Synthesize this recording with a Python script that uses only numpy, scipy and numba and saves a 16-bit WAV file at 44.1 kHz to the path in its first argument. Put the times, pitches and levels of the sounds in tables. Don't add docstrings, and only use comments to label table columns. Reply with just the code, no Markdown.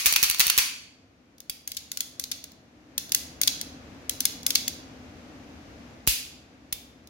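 import sys
import numpy as np
from scipy import signal
from scipy.fft import rfft, irfft
from scipy.io import wavfile
from scipy.ndimage import uniform_filter1d, minimum_filter1d
from numba import njit

SR = 44100
rng = np.random.default_rng(int(sys.argv[2]) if len(sys.argv) > 2 else 0)


def file_out(sig):
    cols = np.atleast_2d(sig).T
    lim = np.clip(cols, -1, 1)
    pcm = np.round(lim * 32767).astype(np.int16)
    wavfile.write(sys.argv[1], SR, pcm)


N = 312704
LEAD = SR // 4


def undb(db):
    return 10 ** (np.asarray(db) / 20)


def unit(x):
    return x / np.sqrt(np.mean(x ** 2, axis=-1, keepdims=True))


def along(hz, points):
    f, value = np.transpose(points)
    return np.interp(np.log(np.maximum(hz, 1)), np.log(f), value)


def colour(x, *spectra):
    hz = np.fft.rfftfreq(x.shape[-1], 1 / SR)
    response_db = sum(along(hz, s) for s in spectra)
    return irfft(rfft(x) * undb(response_db), x.shape[-1])


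def fade(t, t60):
    return np.exp(-np.log(1000) * t / t60)


def empty_tracks():
    return np.zeros((2, LEAD + N)), np.zeros((4, LEAD + N))


def add(track, s, sound):
    i = max(LEAD + int(s * SR), 0)
    part = sound[..., :max(track.shape[1] - i, 0)]
    track[:, i:i + part.shape[-1]] += part


# frequency in Hz, relative density in dB per Hz.
AIR_SPECTRUM = [(15, -51), (25, -25), (69, -4), (198, -8), (253, 0.5), (399, -14.5), (469, -11),
                (762, -15.5), (895, -20.5), (2420, -24), (3440, -29), (6380, -32.5), (8350, -44),
                (13900, -47), (15500, -63.5)]
# time in seconds, level in dB before gain_db.
AIR_LEVEL = [(0.9, -61.5), (1.69, -61.5), (2.14, -57), (2.73, -58.5), (3.24, -51), (3.93, -49),
             (5.92, -49.5), (6.19, -55.5), (7.09, -57)]
# centre frequency in Hz, level in dB before the gains in air().
HUM = [(77, -58), (260, -56), (301, -56.5)]


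def air(gain_db=2, hum_db=-1, hum_width_hz=9):
    mid = unit(colour(rng.standard_normal(N), AIR_SPECTRUM))
    side = unit(colour(rng.standard_normal(N), AIR_SPECTRUM))
    side = colour(side, [(30, -6.5), (100, -18.0), (280, -13), (550, -5.5), (1100, 0.5)])
    for hz, db in HUM:
        line = [(hz - 3 * hum_width_hz, -90), (hz - hum_width_hz, -10), (hz, 0),
                (hz + hum_width_hz, -10), (hz + 3 * hum_width_hz, -90)]
        hum = unit(colour(rng.standard_normal(N), line))
        mid = mid + undb(db + hum_db + 44.5) * hum
    level_db = np.interp(np.arange(N) / SR, *np.transpose(AIR_LEVEL))
    return (mid + side * np.array([[1], [-1]])) * undb(level_db + gain_db)


# frequency in Hz, relative level in dB.
ROOM_COLOUR = [(200, -1), (1000, 4), (2500, 3.5), (4000, 1.5), (6500, 1), (8200, 0), (11000, -1),
               (15500, -2.5)]
# frequency in Hz, t60 in seconds.
ROOM_T60 = [(300, 0.3), (2500, 0.61), (6000, 0.55), (9000, 0.41), (15000, 0.33)]


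def room(directions, wet_db=-4, build_s=0.00067):
    t = np.arange(SR) / SR
    hz = np.fft.rfftfreq(SR, 1 / SR)
    edges = np.geomspace(120, 18000, 13)
    out = 0
    for x in directions:
        noise = rfft(colour(rng.standard_normal((2, SR)), ROOM_COLOUR))
        tail = 0
        for lo, hi in zip(edges, edges[1:]):
            band = irfft(noise * (hz >= lo) * (hz < hi), SR)
            tail = tail + band * fade(t, along(np.sqrt(lo * hi), ROOM_T60))
        response = unit(tail * (1 - np.exp(-t / build_s))) / np.sqrt(SR * len(directions))
        out = out + signal.fftconvolve(x[None], response, axes=1)[:, :len(x)]
    return undb(wet_db) * out


def ring(modes, t, detune):
    hz, db, t60 = np.transpose(modes)[:, :, None]
    hz = hz * (1 + detune * rng.standard_normal(hz.shape))
    phase = rng.uniform(0, 2 * np.pi, (2, len(modes), 1))
    return np.sum(undb(db) * fade(t, t60) * np.sin(2 * np.pi * hz * t + phase), axis=1)


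# frequency in Hz, relative level in dB.
CONTACT = [(200, -17.5), (650, -21), (1100, -11), (1700, -10), (2400, -0.5), (3300, -2.5), (4400, 1.5),
           (6400, 2.5), (8000, -5), (11000, 2), (13000, -0.5), (15500, 1.5)]


def chatter(t, t60, rise_s, *spectra, channels=2):
    grit = unit(colour(rng.standard_normal((channels, len(t))), CONTACT, *spectra))
    shape = (1 - np.exp(-t / rise_s)) * fade(t, t60)
    return unit(grit * shape) * np.sqrt(np.mean(shape ** 2))


def radiate(hit, *spectra):
    t = np.arange(hit.shape[1]) / SR
    return unit(chatter(t, 0.022, 0.0011, *spectra, channels=4)) * hit.std()


# start in seconds, pitch in Hz, level in dB, t60 in seconds.
PINGS = [(1.4966, 3350, -30, 0.036), (1.4966, 4740, -22, 0.029), (2.0057, 3500, -27, 0.033),
         (4.2534, 5010, -21.5, .04), (6.7264, 3530, -44, .38)]


def pings(rise_s=0.00043, room_db=-9):
    direct, sent = empty_tracks()
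    t = np.arange(SR // 2) / SR
    for s, *mode in PINGS:
        note = ring([mode], t, detune=0) * (1 - np.exp(-t / rise_s))
        add(direct, s, note)
        add(sent, s, undb(room_db) * np.tile(note, (2, 1)))
    return direct, sent


# first, second and third click in seconds, effort in dB.
PUSHES = [(1.6755, 1.7175, 1.7684, -11.5), (2.1964, 2.239, 2.315, -9), (3.4147, 3.4336, 3.4748, 0),
          (4.4649, 4.505, 4.5521, 0)]
# first, second and third click in seconds, effort in dB.
RETURNS = [(1.9168, 1.9724, 2.0057, -7.5), (2.9792, 3.12, 3.1471, 0), (4.0948, 4.2047, 4.2534, -1)]
# relative level in dB at full effort,
# body in dB near 4 kHz, treble in dB, left minus right in dB, room in dB.
PUSH_CLICKS = [(-3, -16, -13, 2.5, -0.5), (-7, -9, -18, 2, -3.5), (-5, -13.5, -15.5, 3.5, 1)]
RETURN_CLICKS = [(-7, -12.5, -13.5, 2.5, -1), (-6, -13, -15, -.5, -2.5), (-.5, -14, -13.5, 1, -2)]
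SEAT_CLICK = (-2.5, -6.5, -21, 2.5, -3)
# start in seconds, relative level in dB.
TICKS = [(1.3815, -39), (1.4032, -27), (1.747, -31), (2.4402, -22.5), (2.518, -36), (3.0934, -29),
         (3.6128, -13.5), (4.4307, -27.5), (4.6795, -7.5), (7.0726, -35)]
# body in dB, treble in dB, left minus right in dB, room in dB.
TICK_TONE = (-11.5, -15.5, 1, -3)


def flicking(seat_delay_s=.0035, seat_slope=1.3):
    clicks = [(s, db, *TICK_TONE) for s, db in TICKS]
    for strokes, sounds in ((PUSHES, PUSH_CLICKS), (RETURNS, RETURN_CLICKS)):
        for *times, effort_db in strokes:
            clicks += [(s, effort_db + db, *tone) for s, (db, *tone) in zip(times, sounds)]
    seat_db, *seat_tone = SEAT_CLICK
    for _, _, s, effort_db in PUSHES:
        clicks.append((s + seat_delay_s, seat_slope * effort_db + seat_db, *seat_tone))
    return clicks


# nominal frequency in Hz, relative level in dB before the click's tone, t60 in seconds.
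FRAME = [(1578, -13, 0.038), (2127, -5.5, 0.029), (3498, -1, 0.021), (4477, 0, 0.016), (5330, -16.5, 0.016),
         (6580, 1, 0.02), (10620, 0, 0.016), (13580, -10, 0.0095)]


def lever(gain_db=-21, mid_db=-13, frame_db=-12, scrape_db=-19, send_db=-5, t60=0.016, lag_s=.0003, wall_db=-21):
    direct, sent = empty_tracks()
    t = np.arange(SR // 20) / SR
    for s, db, body_db, treble_db, pan_db, room_db in flicking():
        tone = [(2200, mid_db - 6.5), (3900, body_db), (6300, mid_db), (10500, treble_db)]
        modes = [(hz, mode_db + along(hz, tone) - mid_db, decay) for hz, mode_db, decay in FRAME]
        frame = undb(frame_db) * ring(modes, t, detune=0.042) * (1 - np.exp(-t / 0.00027))
        click = chatter(t, t60, .0003, tone) + frame
        size = undb(db + gain_db) / click.std()
        click = size * click * undb(np.array([[pan_db], [-pan_db]]) / 2)
        click[1] = np.interp(t - round(lag_s * SR) / SR, t, click[1], left=0)
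        scrape = undb(db + scrape_db) * chatter(t, 0.0069, 0.00092, tone)
        add(direct, s, click)
        add(direct, s - .0016, scrape)
        add(direct, s + rng.uniform(0.01, 0.016), undb(wall_db) * click[::-1])
        walls = radiate(click, tone) + size * np.tile(frame, (2, 1))
        add(sent, s, undb(room_db + send_db) * walls)
    return direct, sent


def thump(t, start_hz=420, end_hz=52, drop_s=0.0017, t60=0.12, skew=.7, tap_db=15, tap_s=0.000093):
    settled = 1 - np.exp(-t / drop_s)
    turns = end_hz * t + start_hz * drop_s * settled
    phase = np.array([[skew], [-skew]]) * settled
    pulse = np.sin(2 * np.pi * turns + phase) * fade(t, t60)
    tap = undb(tap_db) * np.exp(-t / tap_s)
    return -pulse - tap


def rattle(x, depth_db=3, step_s=.0012):
    steps = np.arange(x.shape[1]) / (SR * step_s)
    spurts = rng.standard_normal(size=200)
    y = x * undb(depth_db * np.interp(steps, np.arange(len(spurts)), spurts))
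    return y * x.std() / y.std()


def blows(table, body, modes, ring_db, ring_slope):
    direct, sent = empty_tracks()
    t, short = np.arange(SR // 2) / SR, np.arange(SR // 20) / SR
    for s, db, treble_db, t60, thump_db, room_db in table:
        tone = [(5000, 0.004), (10000, treble_db)]
        crack = undb(db) * rattle(chatter(short, t60, 0.00029, body, tone))
        steel = undb(ring_db + ring_slope * db) * ring(modes, t, detune=.003)
        for part in (crack, steel, undb(thump_db) * thump(t)):
            add(direct, s, part)
        add(sent, s, undb(room_db) * radiate(crack, body, tone))
        add(sent, s, undb(room_db) * np.tile(steel, (2, 1)))
    return direct, sent


# start in seconds, force in dB, treble in dB, chatter t60 in seconds,
# thump in dB, room in dB.
HAMMER = [(1.4966, -18, 1.5, 0.025, -46, -5.5), (6.068, -25, -3, 0.033, -71.5, 1.5),
          (6.0744, 3, 4, 0.015, -19, 0.5), (6.7248, -21.5, -2.5, 0.018, -65, -5),
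          (6.7264, -14.5, 4.5, .024, -40, -6.5)]
# frequency in Hz, relative level in dB.
HAMMER_BODY = [(400, -1), (1500, -4), (2300, 0.5), (3400, 1.5), (5000, 0)]
# nominal frequency in Hz, relative level in dB, t60 in seconds.
SPRING = [(2203, -2, .2), (3300, -1, 0.22), (3560, -2, 0.53), (4100, -4, .15), (5130, 0, 0.18),
          (11200, 4, .2), (11800, -1, .2)]


def hammer():
    return blows(HAMMER, HAMMER_BODY, SPRING, ring_db=-44.5, ring_slope=0.73)


def rebounding(table, count, gap_s, loss_db, treble_db, dull_db, t60, thump_db, room_db):
    contacts = []
    for s, db, rebound_db in table:
        contacts.append((s, db, treble_db, t60, db + thump_db, room_db))
        for k in range(count):
            force_db = db + rebound_db - k * loss_db
            dulled_db = treble_db - (k + 1) * dull_db
            contacts.append((s + (k + 1) * gap_s, force_db, dulled_db, t60, -np.inf, room_db))
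    return contacts


# start in seconds, force in dB, rebound in dB relative to the blow.
PULLS = [(.1249, -6, -4), (.2988, -4.5, -5.5), (.4674, -3.5, -8)]
# start in seconds, force in dB.
RELEASES = [(0.1603, -2.5), (0.3453, -17.5), (.4988, -4.5)]
# start in seconds, force in dB, first rebound in dB relative to the blow.
SLAMS = [(-.055, -0.5, -12), (.0584, 1, -10), (.2279, -2.5, -5.5), (0.3956, -5, 1.5), (0.5773, -.5, -6.5)]


def racking(brush_s=.01, brush_db=-23, brush_t60=.022,
            clack_treble_db=-4.0, clack_t60=0.021, clack_thump_db=-45, clack_room_db=-5):
    pulls = rebounding(PULLS, count=1, gap_s=.0123, loss_db=0, treble_db=4.5, dull_db=5.0,
                       t60=.012, thump_db=-34.5, room_db=-7.5)
    clacks = [(s, db, clack_treble_db, clack_t60, db + clack_thump_db, clack_room_db) for s, db in RELEASES]
    brushes = [(s - brush_s, brush_db, 0, brush_t60, -np.inf, 0) for s, _, _ in SLAMS]
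    slams = rebounding(SLAMS, count=2, gap_s=.007, loss_db=5.5, treble_db=3, dull_db=4.5,
                       t60=0.025, thump_db=-33.5, room_db=-2)
    return pulls + clacks + brushes + slams


# frequency in Hz, relative level in dB.
SLIDE_BODY = [(450, 2.5), (1000, 4.5), (2500, 2.5), (3400, 1.5), (5000, -2.5), (6300, -1)]
# nominal frequency in Hz, relative level in dB, t60 in seconds.
STEEL = [(1840, -9, 0.23), (2125, -8, 0.43), (2340, -9.5, 0.28), (2540, -4, 0.32), (2515, -2.5, .35),
         (2800, -10, 0.21), (2915, -10, 0.22), (4398, 2.5, .36), (4460, 0.5, 0.5), (4640, -1, .5),
         (5800, -1, 0.31), (5750, -1, 0.29), (5970, 0.5, 0.3), (7270, -6, .18), (8780, -2.5, 0.44),
         (8950, -5, 0.32), (10500, -4, .22), (11100, 1, 0.16), (11480, -0.5, 0.19), (14100, 7.5, 0.0976)]


def slide():
    return blows(racking(), SLIDE_BODY, STEEL, ring_db=-35.5, ring_slope=0.92)


# frequency in Hz, left minus right in dB.
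PORTS = [(200, 2), (2400, 0), (4400, -2.5), (6200, -1.5), (8000, 5), (10000, 4.5), (12500, 1), (15500, -4)]


def scene():
    direct, sent = zip(slide(), hammer(), lever(), pings())
    gun = sum(direct) + room(sum(sent))
    left = colour(gun[0], [(hz, db / 2) for hz, db in PORTS])
    right = colour(gun[1], [(hz, -db / 2) for hz, db in PORTS])
    background = air() * undb(np.array([[.8], [-.8]]))
    return np.array([left, right])[:, LEAD:] + background


@njit
def follow(x, release):
    out, e = np.empty(len(x)), 0.
    for i in range(len(x)):
        e = max(x[i], e * release)
        out[i] = e
    return out


def record(dry, ceiling_db=0.0, release_s=0.0026, top_hz=15800):
    peak = follow(np.abs(dry).max(axis=0) + 1e-9, np.exp(-1 / (release_s * SR)))
    needed = np.minimum(1, undb(ceiling_db) / peak)
    gain = uniform_filter1d(minimum_filter1d(needed, size=45), size=45)
    low_pass = signal.ellip(8, .2, 70, top_hz, fs=SR, output="sos")
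    return signal.sosfilt(low_pass, dry * gain)


dry = scene()
out = record(dry)
file_out(out)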